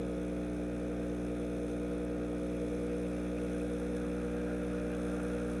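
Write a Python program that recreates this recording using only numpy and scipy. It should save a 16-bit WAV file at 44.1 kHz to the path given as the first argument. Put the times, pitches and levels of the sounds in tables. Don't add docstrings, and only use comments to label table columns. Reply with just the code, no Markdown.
import sys
import numpy as np
from scipy import signal
from scipy.io import wavfile

SR = 44100
rng = np.random.default_rng(int(sys.argv[2]) if len(sys.argv) > 2 else 0)


def invert_db(x):
    u = np.asarray(x, float) / 20
    return 10 ** u


def store_pcm(level_fs):
    pcm = np.round(np.clip(level_fs, -1, 1) * 32767).astype(np.int16)
    wavfile.write(sys.argv[1], SR, np.atleast_2d(pcm).T)


N = 246959
T = np.arange(N) / SR
MAINS_HZ = 59.9955
CUP_HZ = 1414
# start_s, share_of_full (0-1)
BACK_PRESSURE = [
    (0, 0.17),
    (2.0, 0.04),
    (3.6, 0.42),
    (4.5, 0.98),
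    (5.6, 0.91),
]


def rms_one(x):
    return x / np.sqrt(np.mean(x ** 2) + 1e-20)


def in_time(rows):
    start_s, value = np.transpose(rows)
    return np.interp(T, start_s, value)


def bumps(rows):
    return sum(db * np.exp(-.5 * ((T - s) / length) ** 2) for s, db, length in rows)


def drift(rate_hz):
    r = np.exp(-80 * np.pi * rate_hz / SR)
    noise = rng.standard_normal(N // 40 + 2002)
    slow = signal.lfilter([1], [1, -2 * r, r * r], noise)[2000:]
    return np.interp(np.arange(N) / 40, np.arange(len(slow)), rms_one(slow - slow.mean()))


def resonance(x, hz, width_hz):
    r = np.exp(-np.pi * width_hz / SR)
    poles = [1, -2 * r * np.cos(2 * np.pi * hz / SR), r * r]
    return signal.lfilter([(1 - r * r) / 2, 0, (r * r - 1) / 2], poles, x)


def body(x, modes):
    out = 0
    for k, (hz, width_hz, db) in enumerate(modes):
        out = out + (-1) ** k * invert_db(db) * resonance(x, hz, width_hz)
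    return rms_one(out)


def tone(angle, rms_db):
    return np.sqrt(2) * invert_db(rms_db) * np.cos(angle)


def loose_panel_db():
    # start_s, level_db
    slips = [
        (.55, -9),
        (1.2, -4),
        (2.42, -6),
        (3.2, -9),
    ]
    slack_db, seats_s, slip_s = -7, 1.77, 0.087
    return slack_db * np.exp(-(T / seats_s) ** 2) + bumps([(s, db, slip_s) for s, db in slips])


def pump(orders, starts, unsteady_db, unsteady_rad):
    pressure = in_time(BACK_PRESSURE)
    out = 0
    for (k, db, *change_db), start in zip(orders, starts):
        k = round(k)
        level_db = db + sum(change_db) * pressure
        if k == 8:
            level_db = level_db + loose_panel_db()
        shake = np.sqrt(k / 8)
        angle = 2 * np.pi * k * MAINS_HZ * T + start + unsteady_rad * shake * drift(2.0)
        out = out + tone(angle, level_db + unsteady_db * shake * drift(1.75))
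    return out


def hum():
    # mains_multiple, level_db at low pressure, change_db at full pressure
    deep = [(1, -46, .6), (2, -53, 1), (3, -44, 2), (4, -46.5, 1.7), (5, -41, -0.9), (6, -49, -2.5),
            (7, -50.5, -3.2), (8, -42, -1.5), (9, -49, -1.5), (10, -59, 8), (11, -53.5, -12), (12, -65, -5),
            (13, -68, 4.5)]
    # mains_multiple, level_db
    buzz = [(14, -68.5), (15, -73), (16, -77), (17, -74), (19, -75), (20, -72), (21, -65.5), (22, -73),
            (23, -73.5), (24, -68), (25, -71.5), (26, -72.5), (29, -78), (30, -77), (31, -76), (32, -80),
            (33, -77), (34, -78), (36, -76), (37, -73), (38, -74), (39, -76), (40, -71), (41, -72),
            (42, -75), (44, -80), (48, -84.5), (56, -82), (60, -77), (61, -84)]
    sweep = (.112, -.41, 2.95, -.42)
    low, high = np.round(deep)[:, 0], np.round(buzz)[:, 0]
    knock_s = 0.000906
    knock = -2 * np.pi * high * MAINS_HZ * knock_s + 1.64 * rng.standard_normal(len(high))
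    smeared = pump(deep, np.polyval(sweep, low), unsteady_db=.7, unsteady_rad=.13)
    return smeared + pump(buzz, knock, unsteady_db=.7, unsteady_rad=.16)


def strokes(repeat, uneven_db, leak):
    # start_s into the cycle, level_db, decay_s
    contacts = [
        (.0131, -3, 0.00046),
        (.0141, -20, 0.00052),
        (.0149, -1, 0.00073),
        (.0167, 0, 0.00049),
        (.0181, -3.5, 0.00059),
    ]
    cycle = (T * MAINS_HZ).astype(int)
    strength = invert_db(uneven_db * rng.standard_normal((cycle[-1] + 2, len(contacts))))
    gate = leak
    for k, (at, db, decay_s) in enumerate(contacts):
        turns = (T - at) * MAINS_HZ + 1
        fade = np.exp(-(turns % 1) / MAINS_HZ / decay_s)
        gate = gate + invert_db(db) * strength[turns.astype(int), k] * fade
    place = np.round((T * MAINS_HZ % 1) * SR / MAINS_HZ).astype(int)
    scratch = rng.standard_normal(round(SR / MAINS_HZ) + 2)[place]
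    return gate * (np.sqrt(repeat) * scratch + np.sqrt(1 - repeat) * rng.standard_normal(N))


def clatter():
    # start_s, level_db, length_s
    surges = [(.6, 0, 0.22), (.7, -3, 0.023), (.93, -3, 0.045), (1.7, 4.5, 0.019), (2.15, -3, 0.15),
              (2.75, 1, 0.12), (2.9, -2, 0.018), (3.33, -3, .04), (3.55, 2, 0.17), (3.97, 7, 0.0061),
              (4.6, -2, 0.49), (5.08, 3, 0.061), (5.3, 2, 0.075), (5.52, 2, .03)]
    # pitch_hz, width_hz, level_db
    valve_modes = [(3353, 160, 1), (3653, 95, 3), (4000, 150, -3.5), (5194, 180, -2.5), (6235, 590, -2)]
    # pitch_hz, width_hz, level_db
    seat_modes = [(7600, 320, -5.5), (8710, 500, -2), (9565, 200, 5.5), (10300, 630, -2),
                  (11800, 2000, -17.5), (13900, 500, -17)]
    level_db = -69.5 + .75 * T + bumps(surges)
    valve = invert_db(.6 * level_db - 25.0) * body(strokes(repeat=0.29, uneven_db=2.1, leak=0.34), valve_modes)
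    seat = invert_db(level_db + 1.2) * body(strokes(repeat=0.11, uneven_db=4.0, leak=0.34), seat_modes)
    return valve + seat


def casing_rattle():
    # start_s, level_db, length_s
    jolts = [
        (2.05, -2.5, 0.16),
        (2.4, -2, .05),
        (2.92, 6, .015),
        (3.4, 2.5, 0.12),
        (3.51, 2.5, 0.017),
        (3.8, -1, .15),
        (4.93, 6, .015),
    ]
    # pitch_hz, width_hz, level_db
    panels = [(1890, 540, -3), (2315, 174, 7.5), (2422, 220, 7), (2675, 185, 2.5), (3010, 160, -7.5)]
    level_db = -63.5 + 0.72 * T + bumps(jolts)
    return invert_db(level_db - 1.5) * body(strokes(repeat=0.084, uneven_db=2.5, leak=0.41), panels)


def trickle(level_db):
    bursts_per_s = 2500
    sizes = invert_db(1.9 * np.minimum(rng.exponential(1, N), 5)) * rng.choice([-1, 1], N)
    born = sizes * (rng.random(N) < bursts_per_s * invert_db(1.5 * drift(8)) / SR)
    dealt = rng.integers(0, 9, N)
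    out = 0
    for k, hz in enumerate(np.geomspace(1150, 1800, num=9)):
        near_db = -30 * np.abs(np.log(hz / CUP_HZ))
        ring = resonance(born * (dealt == k) + 1e-18, hz, 62.0)
        out = out + invert_db(near_db + drift(4.0)) * ring
    return invert_db(level_db - 5.0) * rms_one(out)


def gurgle(level_db):
    out = 0
    for ratio, db in [(1, -9), (1.14, -11.5), (.9, -23.0)]:
        angle = 2 * np.pi * np.cumsum(ratio * CUP_HZ + 22.0 * drift(4.87)) / SR
        out = out + np.cos(angle) * invert_db(db) * drift(23.0)
    return out * invert_db(level_db + 0.4 * (level_db + 54))


def slosh(level_db):
    murmur = resonance(resonance(rng.standard_normal(N), 656, 260), 650, 260)
    return invert_db(1.3 * (level_db + 54.0) - 64.0 + 1.3 * drift(5.4)) * rms_one(murmur)


def drops():
    # start_s, peak_db, pitch_hz
    plops = [
        (1.0494, -40, 1295),
        (1.693, -45, 2480),
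        (1.9176, -43, 1410),
        (3.3754, -40, 2410),
        (3.502, -41, 1365),
        (3.6096, -39, 2430),
        (3.682, -48, 1410),
        (3.9633, -51, 1660),
        (4.9207, -48, 1526),
        (5.2646, -37, 1300),
    ]
    out = np.zeros(N)
    for s, db, hz in plops:
        age = np.clip(T - s, 0, .1)
        ring = np.sin(2 * np.pi * hz * age * (1 + 3.2 * age)) * np.exp(-age / 0.0037)
        out += invert_db(db - 6) * ring * (age < .1)
    return out


def cup():
    # start_s, level_db, length_s
    wavers = [
        (.95, 1.5, .1),
        (1.72, -1, .06),
        (2.15, 2, .08),
        (2.45, -0.5, 0.12),
        (3.92, -2, 0.027),
        (4.2, 1, 0.035),
        (5.2, 2, 0.091),
    ]
    stream_db = -58 + 8 * in_time(BACK_PRESSURE) + bumps(wavers)
    return trickle(stream_db) + gurgle(stream_db) + slosh(stream_db) + drops()


def refrigerator():
    # shaft_multiple, level_db
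    rotor = [(8, -47), (11, -73), (12, -65.5), (13, -69.5), (15, -73.5)]
    # start_s, level_db
    rise = [
        (0, 2.5),
        (.4, -9),
        (.9, -3),
        (1.9, -6.5),
        (2.8, -3.5),
        (5.6, -5.5),
    ]
    # pitch_hz, level_db, wander_hz
    fan = [(40.27, -71, .1), (95.94, -73, .2), (111.2, -71, .4), (201.9, -66, 1.5), (269.1, -63, 2.5),
           (524.1, -63, .8), (555.6, -61, .5), (619.1, -74, .3)]
    shaft_hz, start_rad = 58.757, -.225
    turn = 2 * np.pi * shaft_hz * T + start_rad
    rise_db = in_time(rise)
    out = 0
    for k, db in rotor:
        out = out + tone(k * turn, db + rise_db + 0.73 * drift(4.6))
    for hz, db, wander_hz in fan:
        angle = 2 * np.pi * np.cumsum(hz + wander_hz * drift(1.5)) / SR
        out = out + tone(angle, db + 2.5 * drift(3.0))
    return out


def wash(patchy_db):
    # pitch_hz, level_db per Hz
    spectrum = [(20, -14), (45, -5), (80, -11.5), (120, -2), (190, 1), (260, -3.5), (350, -5.5), (500, 2),
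                (560, -3), (620, -3.5), (760, -16.5), (1000, -19.5), (3000, -30), (14000, -44.5)]
    hz, db = np.transpose(spectrum)
    edges = 20 * 2 ** np.arange(0, 9.7, 1 / 4)
    white = rng.standard_normal((2, N + SR))
    out = 0
    for k, (low, high) in enumerate(zip(edges, edges[1:])):
        sos = signal.butter(2, [low, high], "band", fs=SR, output="sos")
        band = signal.sosfilt(sos, white[k % 2])[SR:]
        band_db = np.interp(np.log(low * high) / 2, np.log(hz), db)
        out = out + band * invert_db(band_db + patchy_db * drift(14.4))
    return invert_db(-48.5) * rms_one(out)


def thin_treble(x, jitter_db):
    # pitch_hz, limit_db from the usual level under which a slot is lost
    limits = [(10800, -14), (11800, -2), (12700, 0), (13400, -2.1), (14000, -1), (14450, -11), (14600, 7),
              (15100, -1), (15340, 14)]
    frame = dict(fs=SR, window="cosine", nperseg=2048, noverlap=1024)
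    hz, _, frames = signal.stft(x, **frame)
    power = np.mean(np.abs(frames[:1020]).reshape(204, 5, -1) ** 2, axis=1)
    level_db = 10 * np.log10(power + 1e-30)
    swell_db = level_db[100:135].mean(axis=0)
    level_db -= np.median(level_db, axis=1, keepdims=True) + 0.44 * (swell_db - swell_db.mean())
    level_db += jitter_db * rng.standard_normal(level_db.shape)
    limit_db = np.interp(hz[2:1020:5], *np.transpose(limits), left=-99)
    keep = np.repeat(level_db > limit_db[:, None], 5, axis=0)
    kept = frames * np.vstack([keep, keep[-5:]])
    return signal.istft(kept, **frame)[1][:N]


def scene():
    machine = hum() + clatter() + casing_rattle()
    return (machine + cup() + refrigerator() + wash(patchy_db=1.7))[None]


def low_pass(x):
    return signal.sosfilt(signal.butter(12, 15340, fs=SR, output="sos"), x)


def record(dry):
    mix = thin_treble(dry[0], jitter_db=1.5)[None]
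    return low_pass(mix)


dry = scene()
out = record(dry)
store_pcm(out)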